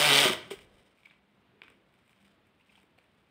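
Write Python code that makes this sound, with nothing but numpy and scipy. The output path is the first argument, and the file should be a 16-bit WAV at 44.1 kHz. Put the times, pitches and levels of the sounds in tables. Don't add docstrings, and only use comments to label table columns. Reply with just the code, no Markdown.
import sys
import numpy as np
from scipy import signal
from scipy.fft import rfft, irfft
from scipy.io import wavfile
from scipy.ndimage import map_coordinates

SR = 44100
rng = np.random.default_rng(int(sys.argv[2]) if len(sys.argv) > 2 else 0)


def int16_out(signal):
    q = np.round(np.clip(np.atleast_2d(signal).T, -1, 1) * 32767)
    wavfile.write(sys.argv[1], SR, q.astype(np.int16))


def level_to_linear(level):
    exponent = np.asarray(level, float) / 20
    return 10 ** exponent


N = 145530
T = np.arange(N) / SR


def rms_one(x):
    return x / np.sqrt(np.mean(x ** 2) + 1e-20)


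def curve(rows):
    return np.interp(T, *np.transpose(rows))


def drift(rate_hz):
    knots = rng.standard_normal(2000)
    return map_coordinates(knots, [T * rate_hz * 2 + 2], order=3)


def grains(per_s, spread_db):
    clicks = rng.random(N) < per_s / SR
    size = level_to_linear(spread_db * np.minimum(rng.exponential(1, N), 4))
    return clicks * size * rng.choice([-1, 1], N)


def peak(x, hz, width_hz):
    r = np.exp(-np.pi * width_hz / SR)
    return signal.lfilter([(1 - r * r) / 2, 0, (r * r - 1) / 2],
                          [1, -2 * r * np.cos(2 * np.pi * hz / SR), r * r], x + 1e-18)


def filtered(x, order, hz, kind="low"):
    return signal.sosfilt(signal.butter(order, hz, kind, fs=SR, output="sos"), x)


def soft(x):
    return filtered(x, 3, 4200)


def thin(x):
    return filtered(x, 4, 6300, "high")


def strike(s, db, modes):
    out = 0
    luck_db = rng.normal(0, 2.4, (len(s), len(modes)))
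    for k, (hz, mode_db, t60) in enumerate(modes):
        clicks = np.full(N, 1e-18)
        level_db = np.array(db) + mode_db - 3.5 + luck_db[:, k]
        clicks[(np.array(s) * SR).astype(int)] = (-1) ** k * level_to_linear(level_db)
        r, w = 10 ** (-3 / (t60 * SR)), 2 * np.pi * hz / SR
        out = out + signal.lfilter([0, np.sin(w)], [1, -2 * r * np.cos(w), r * r], clicks)
    return out


# f/Hz, level/dB, t60/s
EDGE_MODES = [(7600, -4, .006), (8600, -1, .008), (10800, -5, .004), (13800, -2, .004), (15200, -4, .004)]


def edge_tick(s, db):
    return thin(strike(s, db, EDGE_MODES))


# f/Hz, width/Hz, level/dB
CASE_MODES = [(230, 140, -14.5), (605, 300, -8), (945, 140, -5.5), (1210, 120, -4.5), (1528, 110, -3.5),
              (1979, 140, -2), (2294, 170, -0.5), (3000, 360, -1.5), (3730, 390, -5), (5067, 900, -12.5),
              (6957, 570, -17), (8510, 950, -12.5), (10900, 1200, -23.5), (13500, 2500, -22.5)]


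def case(x):
    return sum((-1) ** k * level_to_linear(db) * peak(x, hz, w) for k, (hz, w, db) in enumerate(CASE_MODES))


def gear_rattle(turns, since):
    depth, burst_s = .42, .003
    turn_luck = level_to_linear(1.5 * rng.standard_normal(600))
    burst = np.exp(-since / burst_s) * turn_luck[turns.astype(int)]
    chatter = rms_one(grains(9000, 3.0)) + 0.65 * rng.standard_normal(N)
    return level_to_linear(-0.99) * rms_one(case(chatter * (1 - depth + 3.0 * depth * burst)))


# t/s, level/dB re drive
BINDING = [
    (0, -12),
    (.06, -7),
    (.1, -10),
    (.145, -5.5),
    (.19, -1),
    (.198, -16),
    (.21, -6.5),
    (.225, -12),
    (.245, -8.5),
]


def worn_tooth(since):
    knock_hz, width_hz, knock_s = 3110, 1300, .003
    knock = np.exp(-since / knock_s) * grains(18000, 1.5)
    ring = peak(peak(knock, knock_hz, width_hz), knock_hz, 2 * width_hz)
    return level_to_linear(curve(BINDING)) * rms_one(ring)


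# multiple, level/dB re drive, swing/dB as the slow gears turn, crest t/s, period/s
SHAFT_ORDERS = [(1, -18, 3.5, 0.07, .5), (2, -19.5, 2.5, 0.011, 0.094), (3, -15.5, 6, 0.125, 0.148),
                (4, -13.5, 6, .03, 0.19), (5, -14, 3.5, 0.066, 0.098), (6, -20.5, 4, 0.077, 0.13),
                (8, -20, 4, 0.096, .15)]


def shaft_hum(speed, turns):
    turns = turns + np.cumsum(.005 * speed * drift(18)) / SR
    swell_db = 6 * (1 - speed / 140)
    hum = 0
    for multiple, db, swing_db, crest_s, period_s in SHAFT_ORDERS:
        swing = swing_db * np.cos(2 * np.pi * (T - crest_s) / period_s)
        level = level_to_linear(db + swell_db + swing + 1.6 * drift(25))
        hum = hum + level * np.sin(2 * np.pi * (multiple * turns + rng.random()))
    return hum


# t/s, speed/turns per s
SHAFT_SPEED = [
    (0, 145),
    (.06, 149),
    (.11, 140),
    (.19, 140.3),
    (.225, 146),
    (.255, 125),
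    (.29, 122),
    (.345, 85),
]
# t/s, level/dB
DRIVE_LEVEL = [
    (0, -23.5),
    (.12, -22.5),
    (.18, -22),
    (.255, -23.5),
    (.285, -28.5),
    (.31, -38),
    (.33, -34.5),
    (.35, -48),
    (.39, -61),
]


def motor():
    speed = curve(SHAFT_SPEED)
    turns = np.cumsum(speed) / SR
    since = turns % 1 / speed
    drive = level_to_linear(curve(DRIVE_LEVEL)) * (T < DRIVE_LEVEL[-1][0])
    return drive * (gear_rattle(turns, since) + worn_tooth(since) + shaft_hum(speed, turns))


# f/Hz, level/dB per Hz
AIR_COLOUR = [(25, -42.5), (55, -6.5), (200, -2.5), (500, -9), (2500, -15.5), (3600, -20), (6000, -39),
              (15800, -41.5)]
# start t/s, length/s, f/Hz, width/Hz, level/dB
FAR_DRONES = [
    (0, .3, 60, 83, -65),
    (.25, 0.24, 100, 50, -56),
    (1.64, .2, 65, 40, -74),
    (2.9, .14, 60, 50, -76),
    (0.365, 0.36, 149, 100, -60.5),
    (0.54, 0.56, 390, 450, -67.5),
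    (1.519, 0.14, 410, 48, -67),
    (1.613, 0.39, 333.4, 230, -69),
    (2.202, 0.31, 198, 9.6, -78),
    (2.678, 0.19, 198, 10.2, -73.5),
]


def room_tone():
    hz, db = np.transpose(AIR_COLOUR)
    f = np.maximum(np.arange(N // 2 + 1) * SR / N, 1)
    colour = level_to_linear(np.interp(np.log(f), np.log(hz), db))
    air = rms_one(irfft(rfft(rng.standard_normal(N)) * colour, N))
    hum = rms_one(peak(rng.standard_normal(N), 198, 3.8))
    out = level_to_linear(-68.5 + .8 * drift(3)) * air + level_to_linear(-78.5) * hum
    for s, length_s, drone_hz, width_hz, level_db in FAR_DRONES:
        fade_in = np.clip((T - s) / 0.01, 0, 1)
        fade_out = np.clip(1.52 * (s + length_s - T) / length_s, 0, 1)
        drone = peak(peak(rng.standard_normal(N), drone_hz, width_hz), drone_hz, width_hz)
        out = out + level_to_linear(level_db) * fade_in * fade_out * rms_one(drone)
    return out


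# t/s, peak level/dB
LAST_TEETH = [
    (0.251, -10.5),
    (0.2588, -14),
    (0.2825, -15.5),
    (0.2974, -15.5),
    (0.3249, -21.5),
    (0.3345, -21.5),
]
# f/Hz, level/dB, t60/s
TOOTH_MODES = [(1530, -8.5, 0.022), (2095, -5.5, .01), (3050, -2, 0.014), (3700, -7.5, 0.0078),
               (5230, -10.5, 0.0089), (6500, -14.5, .008)]
# f/Hz, level/dB, t60/s
HOLLOW_MODES = [(199, -14, .09), (276.7, -17, 0.08), (372, -8.5, 0.065), (415, -17, .04),
                (625.4, -11.5, 0.051), (1208, -10, 0.038)]


def coasting_gears():
    s, db = np.transpose(LAST_TEETH)
    return strike(s, db, TOOTH_MODES) + edge_tick(s, db - 13.5) + strike(s, db - 2.5, HOLLOW_MODES)


# t/s, rustle level/dB
FINGER_PRESSURE = [(.45, -78), (.6, -75), (.645, -75.5), (.66, -101), (.74, -82.5), (.87, -88.5),
                   (1.05, -88), (1.16, -96), (1.6, -100), (1.68, -94), (1.8, -99), (2.1, -88), (2.17, -89),
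                   (2.28, -84.5), (2.4, -103), (2.78, -83), (2.9, -99), (3.08, -94)]


def rustle():
    paper = rms_one(case(grains(700 * level_to_linear(5.0 * drift(30)), 2.5)))
    return level_to_linear(curve(FINGER_PRESSURE) + 13) * (T > FINGER_PRESSURE[0][0]) * paper


def thumb():
    slip_s, length_s, squeak_hz = .508, 0.0363, 394.4
    t = T - slip_s
    gate = np.clip(t / .003, 0, 1) * np.clip((length_s - t) / .005, 0, 1)
    level = level_to_linear(-35.5 - 2.5 * np.clip(t / length_s, 0, 1) + 3.2 * drift(69.4))
    phase = 2 * np.pi * squeak_hz * t
    squeak = level * gate * (np.sin(phase) + 0.067 * np.sin(2 * phase))
    knock = strike([slip_s + 0.00219], [-31], [(223, -9.5, 0.053), (435, 2, .025), (650, 1, 0.025),
                                             (960, -5.5, 0.022), (1270, -13, 0.023)])
    skin = case(grains(5150, 1.2))
    rub = rms_one(soft(skin)) + level_to_linear(-9) * rms_one(thin(skin))
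    swell = np.clip((t + 0.005) / 0.0058, 0, 1) * np.exp(-np.maximum(t - .011, 0) / 0.017)
    return squeak + knock, level_to_linear(-42.5) * swell * rub


def table_bump():
    bump_s, t60_s = 0.537, 0.88
    fade_in = np.clip((T - bump_s) / 0.027, 0, 1)
    fade_out = np.clip((bump_s + t60_s / 3.1 - T) / 0.031, 0, 1)
    return level_to_linear(-66) * fade_in * fade_out * rms_one(peak(rng.standard_normal(N), 54, 33))


# t/s, peak level/dB, treble level/dB re peak
PAPER_SNAPS = [(0.5897, -45, -19), (0.6144, -54.5, -18), (0.9744, -61.5, -15.5), (0.9852, -56.5, -27.5),
               (1.005, -60.5, -16), (1.0332, -51, -32), (1.0582, -53, -14), (1.0672, -54, -34),
               (1.0706, -51, -31), (1.073, -55, -31), (1.11, -45, -38), (1.1186, -53, -35),
               (1.1273, -58, -35), (1.6183, -34, -38), (1.634, -42.5, -27), (1.6808, -41.5, -32),
               (1.7008, -52, -15), (1.9257, -66, -15.5), (1.94, -59, -16.5), (1.99, -62.5, -19.5),
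               (2.053, -68.5, -11), (2.063, -65, -16), (2.0781, -62, -11), (2.0943, -56.5, -15),
               (2.107, -62, -12), (2.131, -60.5, -20), (2.188, -61.5, -20), (2.213, -66, -12),
               (2.2278, -61, -12), (2.2513, -56, -24), (2.4695, -66, -6), (2.6082, -63, -17),
               (2.7241, -63, -21), (2.7543, -55.5, -20), (2.7728, -62, -12), (2.8174, -66, -10),
               (2.8313, -58, -15), (2.9795, -58, -20), (2.9866, -51, -20), (3.0, -61, -30),
               (3.042, -59, -21)]
# f/Hz, level/dB, t60/s
NOTE_MODES = [(1044, -7.5, .012), (1520, -6, 0.013), (2344, 4.5, .01), (2850, -2, 0.0074),
              (3350, -4, 0.0069), (5040, -18, 0.0072)]


def creases():
    s, db, treble_db = np.transpose(PAPER_SNAPS)
    edge_db = db + treble_db + 8.5
    snaps = soft(strike(s, db, NOTE_MODES)) + edge_tick(s, edge_db)
    after = np.zeros((2, N))
    after[:, (s * SR).astype(int)] = level_to_linear([db, edge_db])
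    crackle_s = .035
    after = signal.lfilter([1], [1, -np.exp(-1 / (crackle_s * SR))], after)
    crackle = rms_one(case(grains(2500, 3.5)))
    low = rms_one(filtered(crackle, 2, 2840))
    high = rms_one(thin(crackle))
    return snaps + level_to_linear(-26) * (after[0] * low + level_to_linear(1) * after[1] * high)


# crest t/s, swell/s, level/dB, fade/s, f/Hz
EDGE_SCRAPES = [(1.0595, .01, -47.5, .003, 2320), (1.1, .004, -60.5, 0.0027, 3600),
                (1.057, 0.0044, -55, .002, 2900), (2.7, .008, -56.5, 0.0045, 2450),
                (2.984, 0.0086, -60, .008, 460), (2.985, .007, -65, .005, 1300),
                (2.986, .007, -69.5, .004, 4200), (3.3, .003, -68, .006, 800),
                (2.7555, .0015, -59.5, .007, 3100), (2.778, .006, -63.5, .014, 2600),
                (2.778, 0.0054, -63.5, 0.01, 850), (2.6, .003, -63, 0.0064, 2400),
                (2.611, 0.0027, -65, .005, 2640), (2.726, .008, -66, .006, 2800)]


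def scrapes():
    width_hz = 420
    rub = grains(6000, 2.7)
    out = 0
    for crest_s, swell_s, db, fade_s, hz in EDGE_SCRAPES:
        swell = np.clip(1 + (T - crest_s) / swell_s, 0, 1)
        fade = np.exp(-np.maximum(T - crest_s, 0) / fade_s)
        out = out + level_to_linear(db) * swell * fade * rms_one(peak(peak(rub, hz, width_hz), hz, 2 * width_hz))
    return out


# f/Hz, level/dB, t60/s
TAP_MODES = [(302, -1, 0.058), (421, 4.5, 0.033), (540, -3, 0.036), (1000, -8, 0.045)]


def knuckle_tap():
    return strike([2.838], [-53.5], TAP_MODES)


def room(x):
    t60_s = 0.46
    t = T[:SR]
    noise = rng.standard_normal(SR) * np.clip((t - .004) / 0.017, 0, 1)
    low = filtered(noise, 1, 2480)
    tail = low * level_to_linear(-60 * t / t60_s) + (noise - low) * level_to_linear(-60 * t / (0.53 * t60_s))
    return signal.fftconvolve(x, tail / np.sqrt(np.sum(tail ** 2)))[:N]


def scene():
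    squeak, scuff = thumb()
    banknote = rustle() + creases() + scrapes()
    near = motor() + coasting_gears() + scuff + banknote + knuckle_tap()
    wet = room(near + level_to_linear(-10) * squeak)
    near = near + squeak + level_to_linear(-11) * wet
    return (filtered(near, 3, 120, "high") + table_bump() + room_tone())[None]


def band_limit(x):
    return signal.sosfilt(signal.butter(12, 15900, fs=SR, output="sos"), x)


def record(dry):
    low_pass = signal.ellip(14, .5, 70, 15770, fs=SR, output="sos")
    mix = signal.sosfilt(low_pass, dry)
    return band_limit(mix)


dry = scene()
out = record(dry)
int16_out(out)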